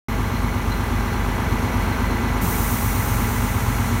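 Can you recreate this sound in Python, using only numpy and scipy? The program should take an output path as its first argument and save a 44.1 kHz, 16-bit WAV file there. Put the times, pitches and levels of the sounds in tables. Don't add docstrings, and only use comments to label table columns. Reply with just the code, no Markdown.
import sys
import numpy as np
from scipy import signal
from scipy.fft import rfft, irfft
from scipy.io import wavfile
from scipy.ndimage import uniform_filter1d, map_coordinates

SR = 44100
rng = np.random.default_rng(int(sys.argv[2]) if len(sys.argv) > 2 else 0)


def waveform_to_disk(signal):
    frames = np.transpose(np.atleast_2d(signal))
    scaled = np.clip(frames, -1, 1) * 32767
    samples = np.round(scaled).astype(np.int16)
    wavfile.write(sys.argv[1], SR, samples)


N = 176400

CYLINDERS, CYCLE_HZ, COMPRESSOR_HZ, PUMP_HZ = 6, 8.33, 23.15, 222.15
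FIRST_CYCLE_S, FIRST_STROKE_S = 0.001, 0.0144
SHAFT_JITTER_S, SPEED_WANDER_S = .00007, 0.00021
CLATTER_DB, REPEAT_SHARE, KNOCK_DEPTH, KNOCK_S, PATTERN_DB = -26, 0.58, .3, 0.0032, 1.4
VALVE_S, HISS_ATTACK_S, HISS_HOLD_S, HISS_DB = 2.406, 0.018, 0.34, -29.5
SAG_LOW_DB_PER_S, SAG_HIGH_DB_PER_S, HISS_SPLIT_HZ = 3.5, 9.5, 9500
AIR_DB, SQUEAK_S = -40, 0.026
BAY_DECAY_S, BAY_DB = 0.0094, -7.5
START_S, TOP_HZ = .084, 15750

# multiple_of_cycle_rate, level_db
DRONE_TONES = [(6, -28.1), (9, -31.7), (12, -33.2), (13, -39), (27, -45), (28, -39), (30, -39), (48, -47.5),
               (99, -45), (100, -44), (111, -48), (118, -49), (122, -45), (135, -47), (144, -46),
               (166, -49), (192, -48.5), (240, -49), (250, -52), (264, -50)]
# frequency_hz, relative_db
CLATTER_COLOUR = [(25, -26), (45, 0), (100, 3.5), (165, -1), (245, 1.5), (285, -4), (370, -6), (520, -8.5),
                  (740, -9.5), (850, -4.5), (1100, -9), (1300, -9.5), (1600, -10.5), (1850, -13),
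                  (2200, -16), (2400, -17), (3000, -20.5), (3800, -28), (5000, -37), (9000, -60)]
CLATTER_BORDERS_HZ = [1300, 1600]
# delay_s, pitch_hz, width_hz, decay_s, level_db
STRUCK_PARTS = [(.0005, 2020, 100, 0.0099, -45.5), (.018, 2228, 130, 0.037, -50),
                (0.041, 950, 300, .004, -47.5), (.055, 1053, 340, 0.021, -41),
                (0.061, 242.7, 55.4, .017, -38), (.073, 970, 298, 0.018, -42)]
# multiple_of_shaft_rate, pumping_db, unloaded_db
COMPRESSOR_TONES = [(2, -35.5, -37), (4, -33.5, -32), (5, -36.5, -29), (7, -40, -46), (10, -40.5, -37),
                    (15, -43.5, -50)]
# frequency_hz, relative_db
HISS_COLOUR = [(2500, -15), (4200, -7.5), (4900, -9.5), (5400, -6), (6250, -1), (6900, -2), (7600, -7),
               (8700, -1), (9700, -2), (10450, -5), (11000, -1), (12000, 0), (14500, 3), (15800, -2.5)]
# multiple_of_tooth_rate, level_db
PUMP_TONES = [(1, -44), (2, -44.5), (6, -46), (7, -47), (10, -54)]
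# frequency_hz, relative_db
AIR_COLOUR = [(2000, -3.5), (3500, 1.5), (3950, 1.5), (4200, 8), (4500, -3.5), (4950, -5), (5900, 1),
              (6700, -1), (7500, -5.5), (9400, -2), (10400, -7), (11300, -3.5), (13000, -3), (15800, -6.5)]
# peak_s, level_db
SQUEAK_EVENTS = [(0.353, -44), (.725, -42.5), (1.93, -47), (2.13, -43)]
# start_s, level_db
SPLASH_EVENTS = [(.84, -40), (1.592, -41), (1.635, -40), (2.379, -42)]
# time_s, clatter_and_pump_db, cooling_air_db
NEARNESS_GAINS = [(0, -1.5, -0.5), (.6, -1.5, 0), (1.2, -.3, 0.2), (1.902, 0.5, 1), (2.6, .5, 0.3),
                  (3.3, 0.9, -0.5), (4, 0.1, 0.5)]
# time_s, gain_db
LOW_MIDDLE_GAINS = [(0, 2), (1, -0.5), (1.9, 2), (2.8, -0.5), (3.5, -3.5), (4, -2.5)]
# bottom_hz, top_hz
LOW_MIDDLE_EDGES_HZ = [290, 736]


def drone(turns):
    return sum(undb(db) * shaft_tone(turns, multiple, waver_db=np.interp(multiple, [6, 100], [.6, 2.2]))
               for multiple, db in DRONE_TONES).imag


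def clatter(turns):
    since_firing = (turns * CYLINDERS) % 1 / (CYLINDERS * CYCLE_HZ)
    kicks = 1 + KNOCK_DEPTH * fade(since_firing, KNOCK_S)
    rest = colour(kicks * repeating_noise(turns, REPEAT_SHARE), CLATTER_COLOUR)
    block = 0
    for hz in CLATTER_BORDERS_HZ:
        band = below(rest, hz)
        block = block + band * knocks(turns)
        rest = rest - band
    out = undb(CLATTER_DB) * unit(block + rest * knocks(turns))
    for delay, hz, width, decay, db in STRUCK_PARTS:
        age = (turns - delay * CYCLE_HZ) % 1 / CYCLE_HZ
        strike = fade(age, decay) * repeating_noise(turns, share=0.92)
        out = out + undb(db) * ring(strike, hz, width)
    return out


def knocks(turns):
    places = np.linspace(0, 1, 48, endpoint=False)
    return undb(PATTERN_DB * np.interp(turns, places, rng.standard_normal(48), period=1))


def compressor(clock, t):
    turns = (clock - FIRST_STROKE_S) * COMPRESSOR_HZ
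    unloaded = np.clip((t - VALVE_S) / 0.68, 0, 1)
    return sum(undb(on_db + (off_db - on_db) * unloaded) * shaft_tone(turns, multiple, waver_db=-0.95)
               for multiple, on_db, off_db in COMPRESSOR_TONES).real


def valve(t):
    age = t - VALVE_S
    jet = colour(bay_echoes(noise()), HISS_COLOUR)
    low = below(jet, HISS_SPLIT_HZ)
    draining_s = np.maximum(age - HISS_HOLD_S, 0)
    hiss = low * undb(-SAG_LOW_DB_PER_S * draining_s)
    hiss += (jet - low) * undb(-SAG_HIGH_DB_PER_S * draining_s)
    puff = undb(-23) * fade(age, decay_s=0.096) * ring(noise(), hz=172, width_hz=130)
    opening = np.clip(age / HISS_ATTACK_S, 0, 1)
    return opening * (undb(HISS_DB + 0.088 * wander(26)) * hiss + puff)


def pump(clock):
    return sum(undb(db) * shaft_tone(clock * PUMP_HZ, multiple, waver_db=2.5)
               for multiple, db in PUMP_TONES).real


def cooling_air():
    rush = bay_echoes(noise()) * undb(0.49 * wander(150))
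    return undb(AIR_DB) * colour(rush, AIR_COLOUR) * undb(0.16 * wander(8.7))


def squeaks(t):
    swells = sum(undb(db) * np.exp(-((t - at) / SQUEAK_S) ** 2) for at, db in SQUEAK_EVENTS)
    return swells * ring(noise(), hz=4090, width_hz=130)


def splashes(t):
    hits = sum(undb(db) * fade(t - at, decay_s=0.0039) for at, db in SPLASH_EVENTS)
    return hits * ring(noise(), hz=9700, width_hz=1800)


def bay_echoes(x):
    age = np.arange(SR // 20) / SR
    echoes = rng.standard_normal(len(age)) * fade(age, BAY_DECAY_S)
    return x + undb(BAY_DB) * signal.fftconvolve(x, echoes / np.linalg.norm(echoes))[:N]


def shaft_tone(turns, multiple, waver_db):
    offset = rng.random() * (multiple > 2 * CYLINDERS)
    tone = np.sqrt(2) * np.exp(2j * np.pi * (round(multiple) * turns + offset))
    return tone * undb(waver_db * wander(4.95))


def repeating_noise(turns, share):
    size = int(SR / CYCLE_HZ)
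    same = map_coordinates(rng.standard_normal(size), [turns % 1 * size], order=3, mode="grid-wrap")
    return np.sqrt(share) * same + np.sqrt(1 - share) * noise()


def undb(db):
    return 10 ** (np.asarray(db) / 20)


def unit(x):
    return x / np.sqrt(np.mean(x ** 2))


def noise():
    return rng.standard_normal(N)


def wander(rate_hz):
    step = int(SR / rate_hz)
    stairs = np.repeat(rng.standard_normal(N // step + 1), step)
    return 1.286 * uniform_filter1d(uniform_filter1d(stairs, step), step)[:N]


def colour(x, points):
    hz, db = np.array(points, float).T
    bins_hz = np.maximum(np.arange(N // 2 + 1) * SR / N, 1)
    gain = undb(np.interp(np.log(bins_hz), np.log(hz), db))
    return unit(irfft(rfft(x) * gain, N))


def ring(x, hz, width_hz):
    b, a = signal.iirpeak(hz, hz / width_hz, fs=SR)
    return unit(signal.lfilter(b, a, signal.lfilter(b, a, x)))


def fade(age, decay_s):
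    return (age >= 0) * np.exp(-np.maximum(age, 0) / decay_s)


def below(x, hz):
    return signal.sosfiltfilt(signal.butter(2, hz, fs=SR, output="sos"), x)


def scene():
    t = np.arange(N) / SR
    clock = t + SHAFT_JITTER_S * wander(25) + SPEED_WANDER_S * wander(1.5)
    turns = (clock - FIRST_CYCLE_S) * CYCLE_HZ
    at, body_db, air_db = np.array(NEARNESS_GAINS).T
    body = (clatter(turns) + pump(clock)) * undb(np.interp(t, at, body_db))
    low_middle = below(body, LOW_MIDDLE_EDGES_HZ[1]) - below(body, LOW_MIDDLE_EDGES_HZ[0])
    low_middle_gain = undb(np.interp(t, *np.array(LOW_MIDDLE_GAINS).T))
    body = body + low_middle * (low_middle_gain - 1)
    air = cooling_air() * undb(np.interp(t, at, air_db))
    mono = drone(turns) + compressor(clock, t) + body + air + squeaks(t) + splashes(t) + valve(t)
    return np.array([mono, mono])


def record(dry):
    fade_in = np.clip((np.arange(N) / SR - START_S) / .001, 0, 1)
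    return signal.sosfilt(signal.ellip(12, .1, 90, TOP_HZ, fs=SR, output="sos"), dry * fade_in)


dry = scene()
out = record(dry)
waveform_to_disk(out)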